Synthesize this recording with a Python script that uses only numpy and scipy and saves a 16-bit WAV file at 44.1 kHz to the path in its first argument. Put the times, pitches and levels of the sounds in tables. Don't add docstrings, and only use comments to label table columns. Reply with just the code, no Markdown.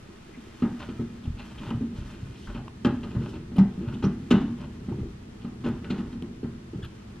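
import sys
import numpy as np
from scipy import signal
from scipy.fft import rfft, irfft
from scipy.io import wavfile
from scipy.ndimage import uniform_filter1d

SR = 44100
rng = np.random.default_rng(int(sys.argv[2]) if len(sys.argv) > 2 else 0)


def master(y):
    cut = np.clip(np.atleast_2d(y).T, -1, 1)
    pcm = np.round(cut * 32767)
    wavfile.write(sys.argv[1], SR, pcm.astype(np.int16))


N = 317520
T = np.arange(N) / SR


def amp(db):
    return 10 ** (np.asarray(db) / 20)


def unit(x):
    return x / np.sqrt(np.mean(x ** 2))


def unit_start(x):
    return x / np.sqrt(np.mean(x[:SR // 50] ** 2))


def fade(t, fade_s):
    return np.exp(-np.log(1000) * t / fade_s)


def add(track, start_s, sound):
    start = max(int(start_s * SR), 0)
    track[start:start + len(sound)] += sound[:N - start]


def colour(x, tone):
    hz, db = np.transpose(tone)
    bins_hz = np.maximum(np.fft.rfftfreq(len(x), 1 / SR), 1)
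    gains = amp(np.interp(np.log(bins_hz), np.log(hz), db))
    return irfft(rfft(x) * gains, len(x))


def noise(tone):
    return unit(colour(rng.standard_normal(N), tone))


def wobble(per_s):
    hold = int(SR / per_s)
    steps = np.repeat(rng.standard_normal(N // hold + 1), hold)
    return np.sqrt(3 / 2) * uniform_filter1d(steps, hold)[:N]


def grit(tone, per_s, scatter_db):
    slips = (rng.random(N) < per_s / SR) * rng.choice([-1, 1], N)
    sizes = amp(scatter_db * np.minimum(rng.exponential(size=N), 4))
    return unit(colour(slips * sizes, tone))


def spread(middle, twin, width):
    return middle + np.array([[1], [-1]]) * colour(twin, width)


# pitch_hz, level_db
BACKGROUND_TONE = [(20, 7), (50, -34.5), (130, -2), (250, -7), (380, -2), (520, -7.5), (1400, -14),
                   (3000, -20), (5000, -24.5), (8000, -30), (12000, -37), (14500, -67.5)]
# pitch_hz, width_db
BACKGROUND_WIDTH = [(60, -18), (200, 1.5), (380, 2), (700, 2.5), (15000, 4)]

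def background(level_db=-56):
    return amp(level_db) * spread(noise(BACKGROUND_TONE), noise(BACKGROUND_TONE), BACKGROUND_WIDTH)


# time_s, level_db
RUMBLE_LEVELS = [(0.0, -50.5), (0.66, -47.5), (0.82, -42.5), (1.38, -46), (1.66, -38), (1.86, -39.5),
                 (2.32, -43.5), (2.89, -44.5), (3.05, -35.5), (3.55, -41), (3.77, -37), (5.01, -39.5),
                 (5.19, -43), (5.43, -43), (5.83, -37.5), (6.13, -38), (6.24, -42), (7.2, -45)]
RUSTLE_LEVELS = [(0.0, -60.5), (0.55, -58), (0.72, -57.5), (0.95, -58), (1.32, -61), (1.6, -55.5),
                 (1.88, -62.5), (2.1, -57.5), (2.75, -63.5), (3.15, -60), (3.45, -62), (4.07, -61),
                 (5.5, -64), (5.92, -61), (6.24, -64.5), (7.2, -63.5)]
# pitch_hz, level_db
RUMBLE_TONE = [(20, -9.5), (40, 3.5), (110, 5.5), (165, 3), (230, 5), (290, -4), (350, -3), (480, -18.5),
               (800, -68.5)]
RUSTLE_TONE = [(300, -35.5), (600, 0.5), (1400, 5.5), (2000, 2.5), (3100, 1.5), (4000, -3.5), (7000, -9.5),
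               (14000, -22)]

def arm(rumble_db=-1, rustle_db=-1):
    press_db = np.interp(T, *np.transpose(RUMBLE_LEVELS))
    sleeve_db = np.interp(T, *np.transpose(RUSTLE_LEVELS))
    rumble = amp(press_db + rumble_db) * noise(RUMBLE_TONE)
    cloth = amp(1.2 * wobble(40)) * grit(RUSTLE_TONE, per_s=3000, scatter_db=2.5)
    return rumble + amp(sleeve_db + rustle_db) * cloth


def ring_share(crack_db, free_db=-45, halving_db=16.5):
    return np.clip(2 ** ((crack_db - free_db) / halving_db), .3, 1)


# start_s, boom_db, boom_hz, crack_db, hum_db, clack_db, tock_db
KNOCKS = [(0.088, -44.5, 212, -67, -18, -58, -49.5), (0.372, -39.5, 247, -60, -25, -64, -51),
          (0.621, -18.5, 243.5, -44, -0.5, -31.5, -32.5), (0.887, -33, 252, -46.5, -14, -44.5, -40),
          (0.995, -28.5, 237, -60, 5, -41.5, -36), (1.25, -35, 227.2, -49, 7, -48, -56),
          (1.707, -29.5, 226, -59, 5, -34, -41), (1.808, -25.5, 248, -62, 4, -43.5, -38.5),
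          (2.547, -36, 220, -45.5, 9, -45.5, -43.5), (2.848, -17, 250, -31.5, -6, -27, -27),
          (3.031, -42, 233, -40.5, 6, -39.5, -45.5), (3.149, -28.5, 200, -49.5, 9.5, -39, -39),
          (3.516, -34, 225, -57.5, -12, -45, -49), (3.56, -30, 251, -44.5, -7, -40, -39.5),
          (3.582, -12, 190.5, -37.5, -22, -34.5, -31.5), (3.775, -29.5, 181, -62.5, -1, -54, -62),
          (3.936, -31.5, 203, -54, 9, -47, -43), (4.024, -29.5, 274, -38, 5, -35, -49),
          (4.039, -20.5, 190, -39.5, -1, -41, -28.5), (4.309, -14, 244, -29, 9, -26.5, -20.5),
          (4.337, -15.5, 191, -66, -13, -29, -29.5), (4.883, -28.5, 226, -52, -13, -42, -44),
          (4.985, -33.5, 204, -54, 1, -49.5, -38), (5.445, -31.5, 226, -49.5, 5.5, -44, -43),
          (5.64, -28, 265, -44, -22, -35, -47), (5.66, -27, 254, -48, 8.5, -48, -29.5),
          (5.842, -44, 197, -56, -2, -39.5, -50), (5.903, -25, 230, -35, -5, -37.5, -34.5),
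          (5.984, -27, 229, -50, -5, -44.5, -38), (6.125, -36.5, 236, -49, 15, -48.5, -55),
          (6.222, -30, 232, -54.5, -8, -45, -40.5), (6.431, -30, 247, -52, 2.5, -41.5, -35),
          (6.733, -40.5, 254, -54, -21, -48, -38.5)]
HARD_BLOW_DB = -27
# start_s, boom_db, boom_hz
SOFT_BUMPS = [(0.628, -33.5, 89.5), (0.718, -32.5, 226), (0.99, -30, 123), (1.273, -26, 84.6),
              (1.745, -27.5, 108), (1.984, -32.5, 79.6), (2.227, -31.5, 100), (2.473, -35.5, 62),
              (2.574, -34, 127), (2.867, -24, 137), (2.92, -29, 253), (2.968, -35.5, 246),
              (3.162, -22, 119), (3.608, -23.5, 193.4), (3.871, -29, 116), (4.035, -27, 122),
              (4.064, -22, 209), (4.427, -21, 237), (4.489, -33.5, 234), (4.917, -29, 127),
              (5.011, -29.5, 89), (5.689, -33, 139), (6.44, -34, 135.3), (6.755, -31, 153),
              (6.828, -31.5, 96)]
# pitch_hz, level_db, fade_s
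WALL_NOTES = [(44, 17.5, 0.66), (75, -0.5, 0.07), (110, 11, 0.075), (132, 5, 0.14), (187, 10, 0.096),
              (242.1, -0.5, 0.23), (273.5, -14, 0.27)]
# pitch_hz, level_db, fade_s
HUM_NOTES = [(113.5, -13, 0.99), (164, -31, 0.28), (176, -25, 0.95), (233.6, -11.5, 1), (256, -21.5, 0.44),
             (259, -18, 0.58)]

def booms(focus_octaves=0.41, hard_push_s=0.0027, lag_s=0.0026, patch_fade_s=0.15):
    out, t = np.zeros(N), T[:SR]
    wall_hz, wall_db, wall_fade_s = np.transpose(WALL_NOTES)
    hum_hz, hum_note_db, hum_fade_s = np.transpose(HUM_NOTES)
    wall_waves = np.sin(2 * np.pi * wall_hz[:, None] * t)
    hum_waves = np.sin(2 * np.pi * hum_hz[:, None] * t) * fade(t, hum_fade_s[:, None])
    bumps = [(*bump, -62, -10) for bump in SOFT_BUMPS]
    for start_s, boom_db, boom_hz, crack_db, hum_db, *_ in [*KNOCKS, *bumps]:
        share = ring_share(crack_db)
        nearness = lambda hz: 1 / (1 + (np.log2(hz / boom_hz) / focus_octaves) ** 4)
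        thud = (amp(wall_db) * nearness(wall_hz)) @ (wall_waves * fade(t, wall_fade_s[:, None] * share))
        patch = np.sin(2 * np.pi * boom_hz * t) * fade(t, patch_fade_s * share)
        hum = (amp(hum_note_db + hum_db) * nearness(hum_hz)) @ hum_waves
        push_s = hard_push_s * amp((HARD_BLOW_DB - crack_db) / 4)
        swing = (thud + amp(1) * (patch + hum)) * (1 - np.exp(-t / push_s))
        add(out, start_s + lag_s, amp(boom_db) * unit_start(swing))
    return out


# pitch_hz, level_db, fade_s
SHIM_NOTES = [(580, 0, .18), (735, -1, .22), (772, -8, .17), (820, -9, .15), (931, -10, .15),
              (1000, -11, .17), (1210, -4, .2), (1238, -6, .2), (1268, -4, .19), (1327, -4, .18),
              (1382, -1, .19), (1480, -7, .13), (1567, -2, .15), (1882, -11, .15), (2100, -15, .13),
              (2480, -14, .12), (2725, -11, .11), (2843, -10, .13), (3002, -9, .11), (3230, -11, .08),
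              (3300, -10, .07), (4070, -15, .1), (6800, -25, .08)]
# time_s, shift_db
GRIP_BALANCE = [(0.6, 6.5), (2.85, 8), (3.6, 10.5), (4.3, -1), (5.6, 10)]
# pitch_hz, level_db
CLACK_TONE = [(250, -12), (420, 6), (510, -2.5), (800, 4), (1100, -3), (1330, -4), (1560, -2), (1780, -8.5),
              (2000, -5.5), (2800, -29.5), (6000, -54.5)]
CRACK_TONE = [(900, -33), (1900, -11.5), (2700, 2), (3300, -1.5), (3650, -10), (4100, -3.5), (5000, -17.5),
              (7000, -25), (10000, -54), (15000, -43.5)]
SPLINTER_TONE = [(2500, -21.5), (4500, -2), (7000, 16.5), (10000, -6), (14500, -28)]

def clacks(clack_fade_s=0.27, crack_fade_s=0.069, splinter_fade_s=0.065, hard_rise_s=0.00082,
           ring_growth=0.28, splinter_growth=1.58):
    (woody, brittle, sharp, rings), t = np.zeros((4, N)), T[:SR // 4]
    hz, db, fade_s = np.transpose(SHIM_NOTES)
    for start_s, _, _, crack_db, _, clack_db, _ in KNOCKS:
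        rise_s = hard_rise_s * amp((HARD_BLOW_DB - crack_db) / 2)
        rise = 1 - np.exp(-t / rise_s)
        add(woody, start_s, amp(clack_db) * rise * fade(t, clack_fade_s * ring_share(crack_db)))
        add(brittle, start_s, amp(crack_db) * rise * fade(t, crack_fade_s))
        add(sharp, start_s, amp(splinter_growth * crack_db) * rise * fade(t, splinter_fade_s))
        scatter, phase = rng.standard_normal((len(hz), 2)).T
        gains = amp(db + 2 * scatter)
        grip_db = np.interp(start_s, *np.transpose(GRIP_BALANCE))
        gains[:2] *= amp([grip_db, -grip_db])
        gains /= np.linalg.norm(gains)
        waves = np.sin(2 * np.pi * (hz[:, None] * t + phase[:, None])) * fade(t, fade_s[:, None])
        ring_db = clack_db + ring_growth * (crack_db - HARD_BLOW_DB)
        add(rings, start_s, amp(ring_db) * rise * (gains @ waves))
    crack = amp(-2) * brittle * grit(CRACK_TONE, per_s=2500, scatter_db=2)
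    splinter = amp(-6) * sharp * noise(SPLINTER_TONE)
    clack = amp(-6.5) * woody * noise(CLACK_TONE)
    return clack + crack + splinter + amp(-0.5) * rings


# pitch_hz, level_db, fade_s
TOCK_NOTES = [(315, -10, 0.16), (334.5, 0, 0.21), (374, 3.5, 0.086), (401.6, -5.5, 0.031),
              (441, -18.5, 0.045)]
# start_s, level_db
LIGHT_TAPS = [(0.292, -50.5), (0.469, -49), (1.689, -44), (3.214, -41), (3.285, -44), (3.34, -41.5),
              (3.812, -36.5), (3.85, -49), (4.915, -37), (5.031, -40.5), (5.069, -48), (5.94, -39),
              (6.791, -45)]

def tocks(gain_db=-1, scatter_db=2, detune=0.014, rise_s=0.0017):
    out, t = np.zeros(N), T[:SR // 3]
    hz, db, fade_s = np.transpose(TOCK_NOTES)
    knocks = [(start_s, tock_db) for start_s, *_, tock_db in KNOCKS]
    for start_s, level_db in knocks + LIGHT_TAPS:
        pitches_hz = hz * (1 + detune * rng.standard_normal(len(hz)))
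        gains = amp(db + scatter_db * rng.standard_normal(len(hz)))
        waves = np.sin(2 * np.pi * pitches_hz[:, None] * t) * fade(t, fade_s[:, None])
        ring = (gains @ waves) * (1 - np.exp(-t / rise_s))
        add(out, start_s, amp(level_db + gain_db) * unit_start(ring))
    return out


# start_s, length_s, gritty_db, bright_db
SCRAPE_STROKES = [(0.321, 0.054, -77, -77), (0.782, 0.08, -48, -54), (1.361, 0.079, -51.5, -52.5),
                  (1.486, 0.052, -56.5, -56), (1.566, 0.19, -48, -57.5), (1.91, 0.16, -56.5, -60.5),
                  (2.038, 0.18, -59, -61), (2.29, 0.15, -73, -63), (2.462, 0.075, -49.5, -62),
                  (2.542, 0.068, -50, -58), (3.089, 0.071, -53.5, -57.5), (3.178, 0.13, -52, -62),
                  (3.315, 0.075, -52.5, -58), (3.782, 0.21, -51, -59), (4.565, 0.11, -52, -57.5),
                  (5.4, 0.078, -63, -60.5), (5.645, 0.074, -40.5, -54), (6.838, 0.03, -54.5, -52)]
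# pitch_hz, level_db
GRITTY_TONE = [(250, -38), (420, -4), (500, -12.5), (580, 15), (680, 1), (950, 8.5), (1150, 0.5),
               (1450, 6.5), (1800, -4), (3000, -17.5), (6000, -47)]
BRIGHT_TONE = [(1000, -45), (2100, -3), (2650, 9.5), (3000, 5), (3400, 2), (3700, -4.5), (4100, -1),
               (5000, -12.5), (8000, -24), (14000, -39)]

def scrapes(gain_db=-1, judder_db=-3.0, shake_db=6):
    gritty_level, bright_level = np.zeros((2, N))
    for start_s, length_s, gritty_db, bright_db in SCRAPE_STROKES:
        stroke = signal.windows.tukey(int(length_s * SR), .8)
        add(gritty_level, start_s, amp(gritty_db) * stroke)
        add(bright_level, start_s, amp(bright_db) * stroke)
    gritty = grit(GRITTY_TONE, per_s=1100, scatter_db=2.8)
    bright = grit(BRIGHT_TONE, per_s=1100, scatter_db=2.8)
    shake = amp(shake_db) * noise(RUMBLE_TONE)
    judder = amp(gain_db + judder_db * wobble(90))
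    return judder * (gritty_level * (gritty + shake) + bright_level * bright)


# start_s, length_s, pitch_hz, level_db, waver_share (of the pitch)
WOOD_CHIRPS = [(0.329, 0.042, 2180, -49.5, 0.12), (0.804, 0.047, 3170, -53, 0.14),
               (0.875, 0.026, 1335, -48, .015), (0.98, 0.024, 1325, -50, .015),
               (1.234, 0.021, 3200, -52.5, 0.072), (1.571, 0.036, 2900, -45, 0.13),
               (2.533, 0.027, 3160, -53, 0.092), (2.555, 0.08, 740, -45, 0.13),
               (2.849, 0.011, 3150, -32, 0.071), (3.929, 0.033, 2920, -46.5, 0.11),
               (4.036, 0.03, 5770, -47, 0.053), (5.846, 0.036, 1494, -46, 0.065),
               (5.898, 0.014, 1380, -36.5, 0.042)]

def chirps(gain_db=-1):
    out = np.zeros(N)
    for start_s, length_s, pitch_hz, level_db, waver_share in WOOD_CHIRPS:
        n = int(length_s * SR)
        wavering_hz = pitch_hz * (1 + waver_share * wobble(1200)[:n])
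        phase = 2 * np.pi * np.cumsum(wavering_hz) / SR
        add(out, start_s, amp(level_db + gain_db) * np.hanning(n) * np.sin(phase))
    return out


# start_s, length_s, level_db
SLEEVE_STROKES = [(0.788, 0.035, -56), (1.594, 0.14, -69), (1.916, 0.13, -61), (2.066, 0.085, -68),
                  (2.293, 0.29, -62.5), (3.153, 0.22, -60.5), (3.921, 0.036, -62), (4.599, 0.038, -57),
                  (5.65, 0.05, -67)]
# pitch_hz, level_db
SWISH_TONE = [(1500, -28.5), (3000, 6.5), (4300, -1), (5600, -2.5), (7200, -8.5), (9500, -13),
              (14000, -25.5)]

def swishes(gain_db=-1, flutter_db=3):
    strokes = np.zeros(N)
    for start_s, length_s, level_db in SLEEVE_STROKES:
        add(strokes, start_s, amp(level_db) * signal.windows.tukey(int(length_s * SR), .8))
    return strokes * amp(gain_db + flutter_db * wobble(70)) * noise(SWISH_TONE)


# start_s, length_s, level_db, trickle_db
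PLASTER_CRUNCHES = [(1.61, 0.099, -56.5, -66), (2.845, 0.029, -47, -61), (4.305, 0.018, -33.5, -41),
                    (5.642, 0.052, -51, -55), (5.898, 0.019, -49.5, -49), (5.98, .016, -52, -60.5)]
# pitch_hz, level_db
CRUMBLE_TONE = [(500, -20), (1000, 5), (1350, 7), (2000, -3), (3000, 6.5), (4000, -5), (5200, -12),
                (7000, -13), (9000, -23), (14000, -33)]
TRICKLE_TONE = [(400, -15), (750, 10), (1300, 8.5), (2000, -3), (3000, -7.5), (4200, -11.5), (7000, -18.5),
                (14000, -43)]

def crunches(lumpy_db=-2.0, trickle_fade_s=0.58):
    (caving, trickle), t = np.zeros((2, N)), T[:SR // 3]
    for start_s, length_s, level_db, trickle_db in PLASTER_CRUNCHES:
        add(caving, start_s, amp(level_db) * signal.windows.tukey(int(length_s * SR), .2))
        add(trickle, start_s + length_s, amp(trickle_db) * fade(t, trickle_fade_s))
    breaks = grit(CRUMBLE_TONE, per_s=3500, scatter_db=1.5)
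    crumbs = grit(TRICKLE_TONE, per_s=350, scatter_db=2)
    return amp(lumpy_db * wobble(350)) * caving * breaks + trickle * crumbs


# start_s, level_db, pitch_hz, fade_s
PLASTER_SNAPS = [(1.705, -36, 2860, 0.023), (1.708, -40.5, 1100, 0.059), (2.473, -43, 1610, 0.048),
                 (2.548, -48, 2700, .04), (3.582, -53, 5500, 0.11), (4.037, -53, 5430, 0.067),
                 (4.04, -36, 1170, 0.14), (2.8474, -40, 4270, .035), (2.8485, -30, 1550, 0.049),
                 (3.583, -30.5, 988, 0.055), (5.638, -40, 1400, 0.027), (5.662, -45, 1060, .07),
                 (5.688, -44, 1500, 0.043), (4.309, -32, 1320, 0.06), (4.3133, -32.5, 2900, 0.057),
                 (4.323, -36, 2720, 0.055), (4.3263, -28, 1400, .04), (4.924, -44, 890, 0.046),
                 (5.844, -44.5, 2730, 0.08)]

def snaps(gain_db=-1, slope_db=-13, breaks_per_s=4000):
    out, t = np.zeros(N), T[:SR // 5]
    for start_s, level_db, hz, fade_s in PLASTER_SNAPS:
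        breaks = rng.standard_normal(len(t)) * (rng.random(len(t)) < breaks_per_s / SR)
        tone = [(hz / 8, 4 * slope_db), (hz / 2, slope_db), (hz, 0),
                (hz * 2, 2 * slope_db), (hz * 8, 4 * slope_db)]
        add(out, start_s, amp(level_db + gain_db) * unit(colour(breaks, tone)) * fade(t, fade_s))
    return out


# start_s, level_db, pitch_hz
CLOSE_TICKS = [(1.708, -55, 8440), (1.7105, -27.5, 970), (2.68, -31, 1050), (2.6823, -36, 2810),
               (3.567, -41, 9560), (3.571, -41.5, 11100), (4.924, -41, 870), (6.224, -33.5, 3100),
               (6.225, -44, 9900), (6.85, -41, 11000)]

def ticks(ring_cycles=14.0):
    out, t = np.zeros(N), T[:SR // 20]
    for start_s, level_db, hz in CLOSE_TICKS:
        add(out, start_s, amp(level_db) * np.sin(2 * np.pi * hz * t) * fade(t, ring_cycles / hz))
    return out


# time_s, pitch_hz, level_db
SQUEAK_PATH = [(6.823, 1540, -62), (6.828, 1620, -49), (6.832, 1720, -43), (6.836, 1640, -44),
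               (6.8375, 1510, -39), (6.8405, 1490, -42), (6.8415, 1275, -44), (6.847, 1275, -42),
               (6.848, 1600, -42), (6.852, 1690, -42), (6.8535, 1330, -46), (6.858, 1290, -49),
               (6.861, 1600, -49), (6.869, 1560, -60)]
SQUEAK_HARMONICS = [2.5, 2, -5, -15, -21, -24, -26, -28]
# pitch_hz, level_db
PLASTIC_TONE = [(1200, 1), (1700, -1), (2500, -5), (3000, 1.5), (3800, 1), (4500, -4), (5200, -11),
                (7000, -3)]

def squeak(gain_db=-3.0):
    time_s, pitch_hz, level_db = np.transpose(SQUEAK_PATH)
    waver_share = np.interp(T, time_s[[0, -1]], [.018, .085])
    wavering_hz = np.interp(T, time_s, pitch_hz) * (1 + waver_share * wobble(1100))
    phase = 2 * np.pi * np.cumsum(wavering_hz) / SR
    note = sum(amp(db) * np.sin(k * phase) for k, db in enumerate(SQUEAK_HARMONICS, 1))
    flutter = amp(2.5 * wobble(700))
    loudness = np.interp(T, time_s, amp(level_db + gain_db), left=0, right=0)
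    return loudness * unit(colour(note * flutter, PLASTIC_TONE))


# delay_s, gain
BASS_ECHOES = [(.0260, 0.52), (.0400, 0.26), (.0712, .25)]

def echoes(wall):
    out = np.zeros(N)
    for delay_s, gain in BASS_ECHOES:
        add(out, delay_s, gain * wall)
    return out


# pitch_hz, width_db
ROOM_WIDTH = [(60, -36), (200, -50), (380, -7), (700, -24), (1300, -17), (2400, -12), (4400, -5), (8000, 8)]

def room(x, low_fade_s=0.66, mid_fade_s=0.41, top_fade_s=0.099, build_s=0.0006):
    t = T[:SR]
    lowpasses = [signal.butter(2, hz, fs=SR, output="sos") for hz in (480, 5000)]
    tails = np.zeros((2, SR))
    for tail, white in zip(tails, rng.standard_normal((2, SR))):
        low, below_top = (signal.sosfilt(lowpass, white) for lowpass in lowpasses)
        mid, top = below_top - low, white - below_top
        for band, db, fade_s in [(low, -15, low_fade_s), (mid, -4, mid_fade_s), (top, -6, top_fade_s)]:
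            decay = fade(t, fade_s)
            tail += amp(db) * band * decay / np.linalg.norm(decay)
    response = spread(*tails, ROOM_WIDTH) * (1 - np.exp(-t / build_s)) * (t < .9)
    return signal.fftconvolve(x[None], response, axes=1)[:, :N]


def microphones(x, lag_s=.000024, left_treble_db=1.6):
    delay = np.exp(-2j * np.pi * np.fft.rfftfreq(N, 1 / SR) * lag_s)
    right = irfft(rfft(x) * delay, N)
    treble = signal.sosfilt(signal.butter(1, 600, "high", fs=SR, output="sos"), x)
    left = x + (amp(left_treble_db) - 1) * treble
    return np.array([left, right])


def scene(boom_db=-1, close_in_room_db=-10):
    wall = amp(boom_db) * booms() + tocks()
    work = wall + clacks() + snaps() + crunches() + scrapes() + chirps() + arm() + swishes()
    close = squeak() + ticks()
    direct = microphones(work + close + echoes(wall))
    return direct + background() + room(work + amp(close_in_room_db) * close)


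def record(dry, top_hz=14800):
    return signal.sosfilt(signal.ellip(8, .2, 70, top_hz, fs=SR, output="sos"), dry)


dry = scene()
out = record(dry)
master(out)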